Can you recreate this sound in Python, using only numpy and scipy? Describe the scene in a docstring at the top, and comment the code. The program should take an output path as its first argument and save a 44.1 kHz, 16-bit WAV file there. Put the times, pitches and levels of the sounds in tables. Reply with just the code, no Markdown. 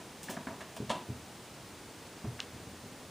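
"""Someone on a low wooden cabinet shifts weight and steps barefoot onto a glass bathroom scale.
The wood panels knock under the changing load, slipping joints tick, and heel and sole thud through
the hollow box. One small dry click sounds close by as the foot settles. Quiet room rumble and microphone
hiss run underneath. Knocks and thuds mix a burst of noise with the wood's own ringing tones."""
import sys
import numpy as np
from scipy import signal
from scipy.fft import rfft, irfft
from scipy.io import wavfile

SR = 44100
rng = np.random.default_rng(int(sys.argv[2]) if len(sys.argv) > 2 else 0)


def bounce(signal):
    """Save signal as a 16-bit WAV file at the path given by the first command-line argument."""
    frames = np.transpose(np.atleast_2d(signal))
    limited = np.clip(frames, -1, 1)
    pcm = np.round(limited * 32767).astype(np.int16)
    wavfile.write(sys.argv[1], SR, pcm)


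N = 136710
AGE = np.arange(int(.7 * SR)) / SR  # seconds since a sound began

# Room rumble and microphone hiss. Each row: frequency in Hz, level in dB.
BACKGROUND_SPECTRUM = [(20, -17), (35, -12), (55, -7), (90, -3), (150, -1), (230, -2.5), (330, -3.5),
                       (450, -5.5), (800, -9), (1200, -12.5), (2500, -16), (5000, -19), (9000, -21),
                       (11500, -24.5), (15000, -26)]
# Stereo width. Each row: frequency in Hz, level of the sides against the middle in dB.
STEREO_WIDTH = [(30, -11), (90, -27), (300, -22), (700, -18.5), (1400, -15.5), (2800, -12.5), (5500, -8),
                (14000, -9.5)]
# A fade time (t60) is how long a sound takes to drop by 60 dB.
# The room's echo. Each row: frequency in Hz, fade time in seconds.
ROOM_FADE = [(100, 0.57), (800, 0.44), (3500, 0.38), (14000, 0.14)]

# Wood knocks. Each row: start in seconds, level in dB, boosts to bass, upper mids and treble in dB,
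# fade time of the blow in seconds.
KNOCK_EVENTS = [(0.001, -49, 4.5, 2, -3, 0.11), (.284, -45, -4, 18, -3, 0.042),
                (.292, -35, 4.5, -7, -6.5, 0.078), (.366, -41, 9, 9.5, -11, .1),
                (0.4702, -37.5, 7, 8, -8, 0.069), (.482, -44, 4, -9, -15, 0.12),
                (.505, -45.5, -8, 7.5, -12, .1), (0.606, -43, -3, 10.5, 1, 0.13),
                (.765, -42, -9, 2.5, 1.5, .08), (.8945, -40.5, -6, 6, 11, 0.087),
                (0.9003, -27.5, 0.5, -1, -1.5, 0.075), (.911, -31.5, -4, 0, 1, 0.08),
                (.952, -44.5, 11, 4, 3, .08), (2.243, -46, 12, 0, -14, 0.11)]
# Frequencies in Hz for shaping a knock: bass, two unchanged mids, upper mids, treble.
KNOCK_BANDS_HZ = [260, 600, 1000, 1700, 3200]
# The panels' clear tones. Each row: frequency in Hz, level in dB, fade time in seconds.
PANEL_TONES = [(218, -7, 0.16), (550, -12.5, 0.16), (631, -9, 0.33), (656, -3.5, 0.24), (676, -8.5, 0.37),
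               (754, -13, 0.29), (944, -9, 0.28), (998, -7.5, 0.37), (1195, -21, 0.43), (1282, -18, .3),
               (1666, -17, 0.17), (1800, -15, 0.1), (2200, -14, 0.11), (2712, -17, 0.27), (3050, -21, 0.11),
               (3400, -20, 0.18)]
# Their many short tones, blurred into noise. Each row: frequency in Hz, level in dB.
PANEL_NOISE = [(60, -30), (130, -8.5), (220, 0), (310, -0.5), (470, -6), (650, 2), (820, -3.5), (980, -0.5),
               (1450, -12), (1750, -11), (2050, -15), (3200, -10.5), (4200, -15.5), (5000, -20.5),
               (8500, -21.5), (14000, -39)]

# Joint ticks. Each row: start in seconds, level in dB, fade time in seconds, room echo in dB.
TICK_EVENTS = [(0.231, -38.5, .02, -9), (.299, -38.5, 0.022, -4.5), (.4565, -47, .01, -22),
               (0.765, -38, 0.012, -17)]
# A tick's bright noise. Each row: frequency in Hz, level in dB.
TICK_NOISE = [(500, -24), (1500, -9), (2500, 2), (3300, 4.5), (4400, 0.5), (6000, 4.5), (9500, 4.5),
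              (12000, 3), (15000, 3.5)]

# Steps and shifts of weight. Each row: start in seconds, level in dB, deep bass boost in dB,
# frequency in Hz above which it is muffled, fade time of the blow in seconds.
THUD_EVENTS = [(.381, -46, -11, 380, 0.09), (.798, -35, -1, 377, 0.11), (0.816, -36.5, -11, 330, .1),
               (1.088, -36, 2.5, 350, .1), (2.2411, -39.5, 4.5, 450, 0.13), (2.258, -41, 5.5, 240, .1),
               (2.278, -39.5, 5, 120, 0.11), (2.522, -47, 2.5, 280, .05), (2.540, -50, -2, 280, 0.079),
               (2.671, -47, 2, 280, 0.083), (2.834, -44, -3.5, 300, 0.13), (2.86, -52, -1, 350, .1)]
# The deep bass boost is full below the first frequency in Hz and gone above the second.
DEEP_BASS_HZ = [120, 220]
# The hollow cabinet's clear tones. Each row: frequency in Hz, level in dB, fade time in seconds.
BOX_TONES = [(82.7, -7.5, 0.46), (118.7, 0, 0.28), (135, -6, 0.3), (185.5, -8, 0.24), (207, -4.5, 0.22),
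             (250, -3.5, 0.4), (318.4, -11.5, 0.23), (369, -12.5, 0.23), (415.6, -5, 0.3), (486, -17, 0.27)]
# Its many short tones, blurred into noise. Each row: frequency in Hz, level in dB.
BOX_NOISE = [(35, -38), (60, -15), (80, -9), (125, -1.5), (220, -5), (300, -13), (400, -11), (600, -14),
             (1200, -27), (3000, -41)]

# The dull catch just before the click. Each row: frequency in Hz, level in dB.
CATCH_NOISE = [(200, -25), (550, 1), (1050, 0), (1650, 2.5), (2500, -9.5), (4000, -16), (8000, -32)]
# The click's tones. Each row: frequency in Hz, level in dB, fade time in seconds.
CLICK_TONES = [(2940, -2.5, 0.011), (3500, -0.5, 0.005), (4000, -4, 0.006), (5340, -3.5, 0.0027),
               (6500, -8, 0.0033)]
# The room's answer to the click. Each row: frequency in Hz, level in dB.
CLICK_ECHO = [(500, -17), (1600, -3), (3200, 4), (6000, -4), (12000, -25)]

BACKGROUND_DB = -49
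PANEL_TONES_DB, BOX_TONES_DB, LINGER_DB = -2.5, 2.5, -3
WALL_ECHO_S, WALL_ECHO_DB = 0.0079, -1
CATCH_S, CATCH_DB = 2.3912, -35.5
CLICK_S, CLICK_DB, CLICK_ECHO_DB = 2.4031, -23, -43.5
CLICK_LOW_HZ, CLICK_HIGH_HZ = 2500, 7260
LOW_CUT_HZ, HIGH_CUT_HZ = 49, 15500
NOTCH_HZ, NOTCH_WIDTH_HZ = 12400, 2530


def from_db(db):
    """Turn decibels into a number to multiply by."""
    return 10 ** (np.asarray(db) / 20)


def at_hz(points, hz):
    """Read between a table's rows, giving every octave equal space."""
    points = np.array(points)
    return np.interp(np.log(np.maximum(hz, 1)), np.log(points[:, 0]), points[:, 1])


def bin_hz(size):
    """The frequencies in the spectrum of a sound this many samples long."""
    return np.arange(size // 2 + 1) * SR / size


def fade(t60):
    """Die away by 60 dB every t60 seconds."""
    return np.exp(-np.log(1000) * AGE / t60)


def rise(attack_s):
    """Swell smoothly from silence."""
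    return 1 - np.exp(-AGE / attack_s)


def add(out, start_s, sound):
    """Mix a sound into both channels at its start time."""
    start = max(int(start_s * SR), 0)
    part = sound[..., :N - start]
    out[:, start:start + part.shape[-1]] += part


def noise(spectrum, size, colour=np.ones_like):
    """Noise shaped by a table; colour then turns each frequency up or down."""
    hz = bin_hz(size)
    gain = from_db(at_hz(spectrum, hz))
    white = rfft(rng.standard_normal(size))
    return irfft(white * gain * colour(hz) / np.sqrt(np.mean(gain ** 2)), size)


def burst(spectrum, t60, echo_db, colour=np.ones_like):
    """A short burst of noise, then the room's echo, whose high octaves die first."""
    size = len(AGE)
    shaped = rfft(noise(spectrum, size, colour))
    octaves_hz = np.geomspace(100, 12800, 8)
    out = 0
    for hz, this_octave in zip(octaves_hz, np.eye(len(octaves_hz))):
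        band = irfft(shaped * at_hz(np.c_[octaves_hz, this_octave], bin_hz(size)), size)
        echo = from_db(echo_db) * fade(at_hz(ROOM_FADE, hz))
        out = out + band * np.hypot(fade(t60), echo)
    return out


def ring(tones, colour, blow_t60):
    """Struck wood rings: part of each tone dies with the blow, the rest lingers."""
    out = 0
    for hz, db, t60 in tones:
        wave = np.sin(2 * np.pi * (hz * AGE + rng.random()))
        out = out + from_db(db) * colour(hz) * fade(t60) * wave
    return out * np.hypot(fade(blow_t60), from_db(LINGER_DB))


def rumble_and_hiss():
    """The room rumbles in the middle; microphone hiss spreads a little to the sides."""
    side = noise(BACKGROUND_SPECTRUM, N, lambda hz: from_db(at_hz(STEREO_WIDTH, hz)))
    middle = noise(BACKGROUND_SPECTRUM, N)
    return from_db(BACKGROUND_DB) * np.array([middle + side, middle - side])


def panel_knocks():
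    """The panels give under the load; each knock has its own mix of bass and treble."""
    out = np.zeros((2, N))
    for start_s, db, bass_db, upper_db, treble_db, t60 in KNOCK_EVENTS:
        boosts = np.c_[KNOCK_BANDS_HZ, [bass_db, 0, 0, upper_db, treble_db]]
        colour = lambda hz: from_db(at_hz(boosts, hz))
        blow = burst(PANEL_NOISE, t60, echo_db=-9, colour=colour)
        tones = from_db(PANEL_TONES_DB) * ring(PANEL_TONES, colour, t60)
        add(out, start_s, from_db(db) * rise(attack_s=0.00069) * (blow + tones))
    return out


def joint_ticks():
    """Joints slip with thin snaps, each followed by an echo from a near wall."""
    out = np.zeros((2, N))
    for start_s, db, t60, echo_db in TICK_EVENTS:
        for delay_s, bounce_db in ((0, 0), (WALL_ECHO_S, WALL_ECHO_DB)):
            snap = rise(attack_s=0.00013) * burst(TICK_NOISE, t60, echo_db)
            add(out, start_s + delay_s, from_db(db + bounce_db) * snap)
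    return out


def foot_thuds():
    """A soft foot stirs only the box's low tones; where it lands changes how deep it sounds."""
    out = np.zeros((2, N))
    for start_s, db, deep_db, muffle_hz, t60 in THUD_EVENTS:
        boosts = np.c_[DEEP_BASS_HZ, [deep_db, 0]]
        colour = lambda hz: from_db(at_hz(boosts, hz)) / np.hypot(1, (hz / muffle_hz) ** 2)
        blow = burst(BOX_NOISE, t60, echo_db=-21, colour=colour)
        tones = from_db(BOX_TONES_DB) * ring(BOX_TONES, colour, t60)
        add(out, start_s, from_db(db) * rise(attack_s=.003) * (blow + tones))
    return out


def close_click():
    """A dull catch lets go with one sharp snap near the microphone; the room answers faintly."""
    out = np.zeros((2, N))
    catch = rise(attack_s=.001) * burst(CATCH_NOISE, t60=0.041, echo_db=-16)
    snap = sum(from_db(db) * fade(t60) * np.sin(2 * np.pi * hz * AGE) for hz, db, t60 in CLICK_TONES)
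    treble_only = signal.butter(2, [CLICK_LOW_HZ, CLICK_HIGH_HZ], "band", fs=SR, output="sos")
    echo = rise(WALL_ECHO_S) * burst(CLICK_ECHO, t60=0.14, echo_db=-12)
    add(out, CATCH_S, from_db(CATCH_DB) * catch)
    add(out, CLICK_S, from_db(CLICK_DB) * signal.sosfilt(treble_only, snap))
    add(out, CLICK_S, from_db(CLICK_ECHO_DB) * echo)
    return out


def scene():
    """Knocks, thuds, ticks and the click over the steady background."""
    return panel_knocks() + foot_thuds() + joint_ticks() + close_click() + rumble_and_hiss()


def record(dry):
    """The recorder thins the deep bass, dips one band of high treble and cuts off the very top."""
    thinned = signal.sosfilt(signal.butter(2, LOW_CUT_HZ, "high", fs=SR, output="sos"), dry)
    notched = signal.lfilter(*signal.iirnotch(NOTCH_HZ, NOTCH_HZ / NOTCH_WIDTH_HZ, fs=SR), thinned)
    return signal.sosfilt(signal.ellip(12, .1, 80, HIGH_CUT_HZ, fs=SR, output="sos"), notched)


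dry = scene()
out = record(dry)
bounce(out)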